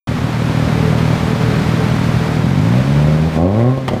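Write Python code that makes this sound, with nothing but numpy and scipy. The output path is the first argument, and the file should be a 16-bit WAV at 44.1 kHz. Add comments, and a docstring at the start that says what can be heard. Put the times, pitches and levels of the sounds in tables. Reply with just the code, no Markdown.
"""Engine blip and backfire on the rollers

A car engine idles lumpily on dynamometer rollers in a workshop, picks up speed, is blipped hard and
backfires as the throttle shuts. Every firing is one pulse through the exhaust: a round boom at light
load, a sharp bark on open throttle. Fans and belts rush behind it; a limiter holds the peaks down."""
import sys
import numpy as np
from scipy import signal
from scipy.fft import rfft, irfft
from scipy.io import wavfile
from scipy.ndimage import uniform_filter1d, minimum_filter1d, map_coordinates

SR = 44100
rng = np.random.default_rng(int(sys.argv[2]) if len(sys.argv) > 2 else 0)


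def dump_mix(stems):
    """Bounce the given channels to the path in sys.argv[1] as a 16-bit WAV at rate SR."""
    frames = np.atleast_2d(stems).T  # one column per channel
    limited = np.clip(frames, -1, 1)  # hard clip at full scale
    pcm = np.round(limited * 32767).astype(np.int16)
    wavfile.write(sys.argv[1], SR, pcm)


N = 176400

# engine speed, from idle to the blip (time [s], firing rate [Hz])
FIRING_RATE = [(0.08, 39.3), (0.64, 39.2), (0.99, 39.8), (1.45, 39.1), (1.79, 40.0), (2.12, 39.9),
               (2.36, 39.3), (2.43, 40.3), (2.5, 43.8), (2.68, 56.8), (2.75, 62), (2.89, 70), (3.09, 76),
               (3.27, 80.6), (3.35, 78.5), (3.4, 81.5), (3.5, 98), (3.58, 112.5), (3.7, 129.4), (3.76, 135),
               (3.87, 129), (4, 122)]
# how hard the firings hit (time [s], level [dB])
EXHAUST_LEVEL = [(.07, -14.5), (.6, -15), (1.1, -12.5), (1.4, -16), (1.8, -13), (2.3, -16), (2.4, -14.5),
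                 (2.6, -11.5), (2.8, -8.5), (2.88, -12), (3.0, -9), (3.26, -12.5), (3.34, -21.5),
                 (3.38, -3.5), (3.45, -8.5), (3.52, -13), (3.69, -11.5), (3.78, -22), (4, -25.5)]
# throttle, the crossfade from boom to bark (time [s], opening [0-1])
THROTTLE = [(2.6, 0.27), (2.95, 0.24), (3.22, 0.44), (3.35, 0.54), (3.37, 0.76), (3.45, 0.71), (3.55, 0.9),
            (3.64, 1), (3.72, 0.57), (3.8, 0.52)]
# runs of weak firings; a negative loss is an accent (time [s], length [s], loss [dB])
STUMBLES = [(.155, 0.042, 7), (0.242, 0.023, -1.5), (0.298, 0.088, 3), (0.487, 0.016, -6),
            (1.187, 0.049, 9), (1.441, 0.03, -6), (1.65, .04, -1), (1.818, 0.02, 3), (1.963, 0.027, 1.5),
            (2.13, 0.045, 1), (2.3, 0.036, 2.5), (2.828, .035, 7.5)]
# round exhaust tone at light load (frequency [Hz], level [dB])
BOOM_COLOUR = [(15, -68), (28, -44), (42, -39), (62, -14.5), (80, -7.5), (118, -0.5), (157, 3.5),
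               (198, -3.5), (235, -9), (275, -9), (310, -21), (365, -16.5), (410, -31), (540, -44),
               (680, -50), (1100, -42), (2500, -54), (8000, -89)]
# sharp exhaust tone on open throttle (frequency [Hz], level [dB])
BARK_COLOUR = [(15, -52), (40, -9), (75, -6), (125, 7), (175, -2.5), (255, 3.5), (305, -9), (375, -1),
               (430, -12.5), (490, -7), (560, -3), (680, -14.5), (780, -10), (870, -21.5), (1080, -23),
               (1250, -35.5), (2000, -44), (4000, -54), (12000, -89)]
# tailpipe rasp at high revs (frequency [Hz], level [dB])
RASP_COLOUR = [(500, -68), (900, -14), (1000, -8), (1080, 12.5), (1200, -15), (1500, -8), (2000, -6.5),
               (2600, -22), (4000, -31.5), (12000, -58)]
# bangs in the pipe (time [s], thump level [dB], crack level [dB])
BACKFIRES = [(3.776, -10.5, -28.5), (3.8806, -7, -9.5), (3.9117, -6.5, -32), (3.9344, -4.5, -22.5),
             (3.965, -8, -36)]
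# bright edge of a backfire (frequency [Hz], level [dB])
CRACK_COLOUR = [(100, -22), (400, -10), (520, 7.5), (790, 4.5), (1100, 2.5), (1490, -24), (1970, 3.5),
                (2250, -15), (2750, -14), (3250, -3.5), (3700, -20), (5300, -19.5), (7200, -28),
                (8700, -26), (10100, -39), (11500, -34), (15500, -38)]
# airy rush of fans and belts (frequency [Hz], level [dB])
RUSH_COLOUR = [(190, -37), (330, -4), (400, -4), (490, -5.5), (580, -5), (660, -6.5), (800, -6.5),
               (1100, -8), (1450, -10), (1880, -12), (2400, -13.5), (2750, -17.5), (3500, -18.5),
               (4270, -21), (7000, -30), (10000, -35.5), (15500, -42)]
# low rumble under the rush (frequency [Hz], level [dB])
RUMBLE_COLOUR = [(20, -9), (45, -13), (70, 0), (130, 2), (260, 2), (350, -11), (600, -44), (2000, -120)]
# fader for rush and rumble together (time [s], level [dB])
MACHINERY_LEVEL = [(.07, -26.5), (.8, -23.5), (1.8, -23.5), (2.35, -24.5), (2.47, -26.5), (2.85, -25),
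                   (3.3, -28.5), (3.38, -24.5), (3.46, -35.5), (3.6, -31.5), (3.7, -34.5), (3.78, -34),
                   (3.86, -34), (3.92, -31.5), (4, -32.5)]
# narrow machinery hum (frequency [Hz], level [dB])
HUM_COLOUR = [(300, -120), (390, -38), (424, -15), (440, 1), (456, -12.5), (495, -38), (640, -120)]
# swells of the hum (time [s], level [dB])
HUM_LEVEL = [(.1, -44), (.6, -40), (.87, -22.5), (1.1, -39.5), (1.45, -22), (1.6, -36), (1.8, -25),
             (2.05, -40.5), (2.3, -30.5), (2.6, -53), (3.4, -38.5)]
# dull bass bump (frequency [Hz], level [dB])
BUMP_COLOUR = [(20, -3), (45, 11), (90, 7), (160, -30), (400, -120)]
# the microphone starts in a node of a standing wave (time [s], share of the band lost [0-1])
NODE_LOSS = [(.1, .6), (.4, .45), (.8, 0)]

WALL_DELAY_S, WALL_DB = .0072, -3  # slap off a near wall


def firings(t, cycles):
    """One pulse per firing; level and timing scatter most at idle, which makes it lumpy."""
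    idle_hz, scatter_db, jitter_s = 33.2, 1.96, .00032  # scatter and jitter as at this firing rate
    times = np.interp(np.arange(np.ceil(cycles[0]), cycles[-1]), cycles, t)
    chance = rng.standard_normal((len(times), 2))
    rate = curve(FIRING_RATE, times)
    lumpiness = idle_hz / rate
    level_db = curve(EXHAUST_LEVEL, times) + scatter_db * lumpiness * chance[:, 0]
    for centre, length, loss_db in STUMBLES:
        level_db -= loss_db * np.exp(-(2 * (times - centre) / length) ** 2)
    jittered = times + jitter_s * lumpiness ** 2 * chance[:, 1]
    samples = np.clip(jittered * SR, 0, N - 1).astype(int)
    return np.bincount(samples, amp(level_db) * np.sqrt(SR / rate), N)


def gas_puffs(t, cycles):
    """Turbulent gas hisses behind each pulse and fades within the firing cycle."""
    decay_cycles, low_cut_hz, gas_db = .27, 417, -5
    puffs = unit(np.exp(-(cycles % 1) / decay_cycles) * rng.standard_normal(N))
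    return amp(gas_db + curve(EXHAUST_LEVEL, t)) * filtered(puffs, "highpass", low_cut_hz, order=2)


def exhaust(t, cycles):
    """Pulses and gas ring the pipe; the throttle turns boom into bark, and revs add rasp."""
    rasp_db, rasp_at_hz, rasp_power = -18, 124, 3.9  # rasp send at full throttle and this firing rate
    pulses = firings(t, cycles)
    flow = gas_puffs(t, cycles) - pulses
    opening = curve(THROTTLE, t)
    rasp = amp(rasp_db) * opening * (curve(FIRING_RATE, t) / rasp_at_hz) ** rasp_power
    sends = [(1 - opening, BOOM_COLOUR), (opening, BARK_COLOUR), (rasp, RASP_COLOUR)]
    return sum(through(flow * send, ring(colour)) for send, colour in sends)


def backfires():
    """Unburnt fuel goes off in the pipe: a thump and a crack, thrown back by a near wall."""
    crack_t60_s = .04
    pipe = ring(BARK_COLOUR)
    thump = -pipe / abs(pipe).max()
    age = np.arange(len(pipe)) / SR
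    bangs = np.zeros(N + SR)
    for start, thump_db, crack_db in BACKFIRES:
        for delay, gain in [(0, 1), (WALL_DELAY_S, -amp(WALL_DB))]:
            crack = noise(CRACK_COLOUR)[:len(age)] * amp(crack_db - 60 * age / crack_t60_s)
            onset = round((start + delay) * SR)
            bangs[onset:onset + len(age)] += gain * (crack + amp(thump_db) * thump)
    return bangs[:N]


def bass_bump(t):
    """A brief, dull swell in the deep bass, at 2.6 s."""
    peak_s, half_width_s, peak_db = 2.6, .026, -25
    return amp(peak_db) * np.exp(-((t - peak_s) / half_width_s) ** 2) * noise(BUMP_COLOUR)


def machinery(t, cycles):
    """Fans and belts rush over a low rumble and a hum, pulsing slightly with the engine."""
    pulse_depth, flutter_db, rumble_db = .017, .5, 3.5
    pulsing = 1 + pulse_depth * np.cos(2 * np.pi * cycles)
    flutter = amp(flutter_db * wobble(rate_hz=120))
    rush = unit(pulsing * flutter * noise(RUSH_COLOUR))
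    rumble = amp(rumble_db) * noise(RUMBLE_COLOUR)
    hum = amp(curve(HUM_LEVEL, t)) * noise(HUM_COLOUR)
    return amp(curve(MACHINERY_LEVEL, t)) * (rush + rumble) + hum


def workshop(x, t):
    """A standing wave thins the boom at first; a short diffuse tail blurs the midrange."""
    node_band_hz = (150, 200)
    tail_band_hz, tail_t60_s, tail_db = (413, 1800), .22, -7.5
    direct = x - curve(NODE_LOSS, t) * filtered(x, "bandpass", node_band_hz)
    age = np.arange(SR // 2) / SR
    tail = rng.standard_normal(len(age)) * amp(-60 * age / tail_t60_s) * (age > WALL_DELAY_S)
    mids = filtered(direct, "bandpass", tail_band_hz)
    return direct + amp(tail_db) * through(mids, tail / np.linalg.norm(tail))


def amp(db):
    """Decibels as a gain."""
    return 10 ** (np.asarray(db) / 20)


def unit(x):
    """The signal at rms 1."""
    return x / np.sqrt(np.mean(x ** 2) + 1e-20)


def curve(rows, t):
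    """An automation lane read at times t."""
    return np.interp(t, *np.transpose(rows))


def gains(colour, size):
    """A colour as gains on an FFT grid."""
    hz, db = np.transpose(colour)
    return amp(np.interp(np.log(np.fft.rfftfreq(size, 1 / SR) + 1), np.log(hz), db))


def ring(colour, size=8192):
    """Minimum-phase impulse response of energy 1 with the given colour."""
    cepstrum = irfft(np.log(gains(colour, size)))
    cepstrum[1:size // 2] *= 2
    cepstrum[size // 2 + 1:] = 0
    response = irfft(np.exp(rfft(cepstrum)))
    return response / np.linalg.norm(response)


def through(x, response):
    """The signal played through an impulse response."""
    return signal.fftconvolve(x, response)[:N]


def filtered(x, kind, edges_hz, order=1):
    """A gentle cut or band filter."""
    return signal.sosfilt(signal.butter(order, edges_hz, kind, fs=SR, output="sos"), x)


def noise(colour):
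    """Coloured noise of rms 1."""
    return unit(irfft(rfft(rng.standard_normal(N)) * gains(colour, N), N))


def wobble(rate_hz):
    """A smooth random curve."""
    points = rng.standard_normal(int(N * rate_hz / SR) + 4)
    return map_coordinates(points, [np.arange(N) * rate_hz / SR])


def scene():
    """The mono mix: engine and room up front, machinery behind, both on one firing clock."""
    t = np.arange(N) / SR
    cycles = .52 + np.cumsum(curve(FIRING_RATE, t)) / SR  # counts firings, starting mid-cycle
    engine = workshop(exhaust(t, cycles) + backfires(), t)
    return (engine + machinery(t, cycles) + bass_bump(t))[None]


def record(dry):
    """The recorder opens after a moment, cuts the deepest bass, limits the peaks and cuts the top."""
    open_s, low_cut_hz, top_hz = .0725, 12, 15500
    ceiling, hold_s = .72, .012
    x = filtered(dry, "highpass", low_cut_hz) * (np.arange(N) / SR > open_s)
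    hold = int(hold_s * SR)
    needed_gain = ceiling / np.maximum(abs(x), ceiling)
    smooth_gain = uniform_filter1d(minimum_filter1d(needed_gain, hold), hold)
    passband = np.fft.rfftfreq(2 * N, 1 / SR) < top_hz
    return irfft(rfft(x * smooth_gain, 2 * N) * passband)[:, :N]


dry = scene()
out = record(dry)
dump_mix(out)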